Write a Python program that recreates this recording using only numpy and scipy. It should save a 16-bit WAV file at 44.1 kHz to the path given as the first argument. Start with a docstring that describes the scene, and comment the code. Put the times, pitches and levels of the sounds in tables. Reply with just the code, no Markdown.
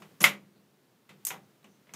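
"""A manual gearbox stands open on a workbench in a small garage, over a low room rumble, and is shifted by hand.
First the selector clicks over its detent and slams into gear, ringing the alloy case and thumping the bench.
Loose parts then knock lightly; a second after the slam it clicks back out with a softer clunk, and more follow.
Each knock is a set of dying noise bands plus ringing sines; sliding and room sound are steady filtered noise."""
import sys
import numpy as np
from scipy import signal
from scipy.io import wavfile

SR = 44100
rng = np.random.default_rng(int(sys.argv[2]) if len(sys.argv) > 2 else 0)


def wav_out(sig):
    """Save sig, one row per channel (or a flat mono array), as 16-bit PCM at SR to the path in sys.argv[1]."""
    wavfile.write(sys.argv[1], SR, np.round(np.clip(np.atleast_2d(sig).T, -1, 1) * 32767).astype(np.int16))


N = 85995
TIME = np.arange(N) / SR  # s
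EDGES = np.geomspace(22, 17000, 34)  # borders of the noise bands, Hz
CENTRES = np.sqrt(EDGES[1:] * EDGES[:-1])
LN_60_DB = np.log(1e6)  # a 60 dB fall lasts this many time constants of the power

# metal contacts: t/s, bench thud level/dB, case clank level/dB, steel click level/dB,
# crack level over the ring/dB, brightness slope/(dB per octave)
CONTACTS = [(.002, -55, -68, -70, -8, 1), (0.0209, -61.5, -52, -63.5, 8, -2.5),
            (0.109, -62.5, -80, -85, 2, -17), (.2035, -62, -60, -53, 0, -1),
            (0.2061, -40, -39, -34, 0.5, -2.5), (0.2163, -38.5, -46, -41, 12.5, -3),
            (0.2283, -41.5, -40.5, -36.5, 0, 12), (0.2407, -45.5, -19, -23.5, 8, 2.5),
            (0.559, -61, -73, -83.5, -12, -10), (1.092, -60, -53.5, -64.5, 0.5, 2),
            (1.103, -57, -61, -79.5, -6, -4.5), (1.2509, -74.5, -61, -37, 11.5, 6.5),
            (1.2677, -66, -49.5, -33.5, -4, 0), (1.305, -52.5, -40, -48, 6.5, -1),
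            (1.341, -54.5, -51.5, -75, 8, -6), (1.629, -72, -68, -80.5, -6, -8),
            (1.643, -58.5, -59.5, -66, 4, -3.5), (1.869, -64, -66.5, -84.5, -9, -1),
            (1.8938, -65.5, -61.5, -80, 8.5, -4.5), (1.9375, -51, -48, -44.5, 1, -4.5)]
# how long the dense ringing takes to fall by 60 dB: f/Hz, t60/s
RING_T60 = [(100, 0.5), (250, .5), (500, .32), (1000, 0.23), (2200, 0.18), (4000, .175), (8000, .15),
            (14000, 0.16)]


def from_db(db):
    """Turn decibels into a gain."""
    return 10 ** (np.asarray(db) / 20)


def at_hz(points, hz):
    """Read a table between its points, on a log-frequency axis."""
    f, v = np.transpose(points)
    return np.interp(np.log(hz), np.log(f), v)


def band_noise(low, high):
    """Noise between two frequencies in Hz, with an rms of 1."""
    band = signal.butter(2, [low, high], "band", fs=SR, output="sos")
    # the first half second lets the filter settle and is dropped
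    x = signal.sosfilt(band, rng.standard_normal(N + SR // 2))[-N:]
    return x / x.std()


def shares(spectrum, tilt_db=0):
    """Share of a spectrum's power in each band, one column for each tilt in dB per octave."""
    db = at_hz(spectrum, CENTRES)[:, None] + np.outer(np.log2(CENTRES), tilt_db)
    power = from_db(db) ** 2 * np.diff(EDGES)[:, None]
    return power / power.sum(axis=0)


def clicks(times, sizes):
    """Place single-sample impulses at the given times."""
    out = np.zeros(N)
    places = np.clip(np.asarray(times) * SR, 0, N - 1).astype(int)
    np.add.at(out, places, sizes)
    return out + 1e-18  # never exactly zero


def fade(x, seconds):
    """Each impulse jumps up and dies away exponentially, to 1/e in the given time."""
    return signal.lfilter([1], [1, -np.exp(-1 / (seconds * SR))], x)


def ring(x, hz, t60):
    """A unit impulse sets a sine ringing from height 1; it falls by 60 dB in t60 seconds."""
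    r = 1000 ** (-1 / (t60 * SR))
    w = 2 * np.pi * hz / SR
    return signal.lfilter([0, np.sin(w)], [1, -2 * r * np.cos(w), r * r], x)


def linger(power, life, hz):
    """Energy dies quickly in the metal and leaves a faint, longer and duller tail in the garage."""
    garage_tail_db, garage_t60_s = -32, 0.46
    air_loss_hz = 5000  # the tail is dull above this
    tail = from_db(garage_tail_db) ** 2 / (1 + (hz / air_loss_hz) ** 2)
    return fade(power, life) + tail * fade(power, garage_t60_s / LN_60_DB)


def body(modes, times, level_db):
    """Every contact strikes each mode (f, level, t60) of a solid body with a slightly different strength."""
    strike_spread_db = 0.5
    unevenness_db = strike_spread_db * rng.standard_normal((len(modes), len(times)))
    strengths = from_db(level_db + unevenness_db)
    out = 0
    for k, (hz, db, t60) in enumerate(modes):
        direction = (-1) ** k  # neighbouring modes start in opposite directions
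        out = out + direction * from_db(db) * ring(clicks(times, strengths[k]), hz, t60)
    return out


def background():
    """Low rumble and thin hiss of the garage: bands of noise whose common level drifts."""
    room_tone_db = -64
    # colour of the room sound: f/Hz, level/(dB per Hz)
    room_tone = [(15, -66.5), (25, -44), (64, -30.5), (125, 0), (271, -2.5), (354, -2), (588, -10.5),
                 (673, -12), (1540, -16), (2500, -19), (3090, -19.5), (10000, -27), (15000, -24.5)]
    # drift of the background: t/s, level/dB
    handling = [(0, 4.5), (.2, 1.5), (.45, -2), (1.05, -3), (1.25, 1), (1.6, -1.5), (1.95, -1)]
    tone = 0
    for low, high, power in zip(EDGES, EDGES[1:], shares(room_tone)):
        tone = tone + np.sqrt(power) * band_noise(low, high)
    return tone * from_db(room_tone_db + np.interp(TIME, *np.transpose(handling)))


def shaft():
    """Oiled steel sliding gives a faint narrow hiss that swells and fades."""
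    half_width_hz = 370
    # the shaft slides: middle t/s, half length/s, f/Hz, level/dB
    shaft_rubs = [(0.579, .03, 4114, -75.5), (1.446, .015, 6154, -77.5), (1.722, 0.063, 6100, -77)]
    out = 0
    for middle, half, hz, db in shaft_rubs:
        swell = np.exp(-((TIME - middle) / half) ** 2)
        out = out + from_db(db) * swell * band_noise(hz - half_width_hz, hz + half_width_hz)
    return out


def bench():
    """Each contact thumps the bench, which hums on at its own low notes."""
    # modes of the bench: f/Hz, level/dB, t60/s
    bench_modes = [(156, -5, 0.47), (200.7, -2.5, .7)]
    times, thud_db, *_ = np.transpose(CONTACTS)
    return body(bench_modes, times, thud_db)


def pings():
    """Detent, fork and sleeve ring for an instant, then a short noisy after-ring around their pitch lingers in
    the garage."""
    rise_s = 0.00046  # time constant of the soft start
    after_ring_db = -5
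    spread = .17  # the after-ring covers this share of the pitch
    # single parts that ring briefly as they snap home: t/s, f/Hz, level/dB, t60/s
    snaps = [(.2168, 9630, -5, 0.0044), (.2288, 11260, -10, 0.0076), (.229, 12600, -22, 0.029),
             (.242, 2120, 2, 0.017), (.2418, 3310, -11.5, .014), (0.2427, 4866, -14, 0.012),
             (.2418, 9950, -13, 0.0091), (1.2512, 7510, -11.5, 0.0068), (1.2595, 2050, -43.5, 0.011),
             (1.2677, 9440, -16, 0.011), (1.2678, 13140, -21.5, 0.025), (1.2875, 6550, -26.5, 0.018),
             (1.3035, 2477, -32, 0.024), (1.3055, 778, -41.5, 0.2), (1.3055, 972, -44, 0.16),
             (1.629, 3880, -56.5, 0.011), (1.645, 2903, -49.5, .02), (1.8926, 2105, -43, .01),
             (1.9376, 6150, -34, 0.016), (1.9366, 7900, -43, 0.013)]
    out = 0
    for t, hz, db, t60 in snaps:
        blow = clicks([t], from_db(db))
        # taking away a very short ring softens the start
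        ping = ring(blow, hz, t60) - ring(blow, hz, rise_s * np.log(1000))
        life = at_hz(RING_T60, hz) / LN_60_DB
        after_power = linger(ping ** 2, life, hz) / (life * SR)
        nearby = band_noise(hz * (1 - spread / 2), hz * (1 + spread / 2))
        out = out + ping + from_db(after_ring_db) * np.sqrt(after_power) * nearby
    return out


def case():
    """Each contact rings the clear notes of the alloy case."""
    case_db = -7  # against the dense ringing
    # modes of the alloy case: f/Hz, level/dB, t60/s
    case_modes = [(572, -14, 0.32), (1110, -6.5, .16), (1408, -7, .17), (1941, -5, 0.16), (2035, -1.5, .2),
                  (2213, -2.5, 0.14), (2352, -5, 0.21), (2543, -4.5, .18), (2660, -7, .16), (2867, -6, .14),
                  (3036, -8.5, .15), (3356, -7, 0.066), (3552, -7.5, .15), (3725, -8, .15)]
    times, _, clank_db, *_ = np.transpose(CONTACTS)
    return body(case_modes, times, clank_db + case_db)


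def clatter():
    """Each contact cracks, then the crowded modes of gears, case and garage die away as noise bands."""
    crack_s = 0.0011  # time constant of the first crack
    crack_low_hz = 699.6  # the crack has little below this
    build_cycles = .7  # low notes take about this many cycles to build
    # colour of the bench thud: f/Hz, level/(dB per Hz)
    thud_colour = [(25, -41), (60, -27), (110, -8), (170, 5.5), (260, -9.5), (400, -5), (800, -12),
                   (2000, -46)]
    # colour of the case clank: f/Hz, level/(dB per Hz)
    clank_colour = [(40, -54.5), (130, -29.5), (350, -8.5), (550, -6.5), (800, -5.5), (1150, 0), (1600, -3),
                    (2400, -2), (3300, -3.5), (4200, -13.5), (7000, -21), (15000, -37.5)]
    # colour of the steel click: f/Hz, level/(dB per Hz)
    click_colour = [(500, -29), (2500, -9.5), (4300, -11), (5200, -2), (7200, 4), (8500, -4.5),
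                    (9700, -3.5), (12000, -4.5), (13200, -1.5), (15000, -19.5)]

    times, thud_db, clank_db, click_db, crack_db, tilt_db = np.transpose(CONTACTS)
    thuds = shares(thud_colour) * from_db(thud_db) ** 2
    clanks = shares(clank_colour, tilt_db) * from_db(clank_db) ** 2
    steel = shares(click_colour, tilt_db) * from_db(click_db) ** 2
    metals = clanks + steel
    out = 0
    # one row per band, one column per contact
    for low, high, hz, thud, metal in zip(EDGES, EDGES[1:], CENTRES, thuds, metals):
        blows = clicks(times, metal + thud)
        life = at_hz(RING_T60, hz) / LN_60_DB
        build_s = min(build_cycles / hz, life / 2)
        ringing = linger(blows, life, hz) - fade(blows, build_s)
        crack = fade(clicks(times, metal * from_db(crack_db) ** 2), crack_s)
        power = ringing + crack / (1 + (crack_low_hz / hz) ** 4)
        out = out + np.sqrt(np.abs(power)) * band_noise(low, high)
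    return out


def scene():
    """Add up garage, bench and gearbox into one channel."""
    return (background() + shaft() + bench() + pings() + case() + clatter())[None]


def record(dry):
    """Peaks are rounded, the deep bass and the top are cut."""
    low_cut_hz, high_cut_hz = 81, 15500
    rounded = 2 * np.tanh(dry / 2)
    bass_cut = signal.butter(2, low_cut_hz, "high", fs=SR, output="sos")
    top_cut = signal.cheby1(12, .3, high_cut_hz, fs=SR, output="sos")
    return signal.sosfilt(top_cut, signal.sosfilt(bass_cut, rounded))


dry = scene()
out = record(dry)
wav_out(out)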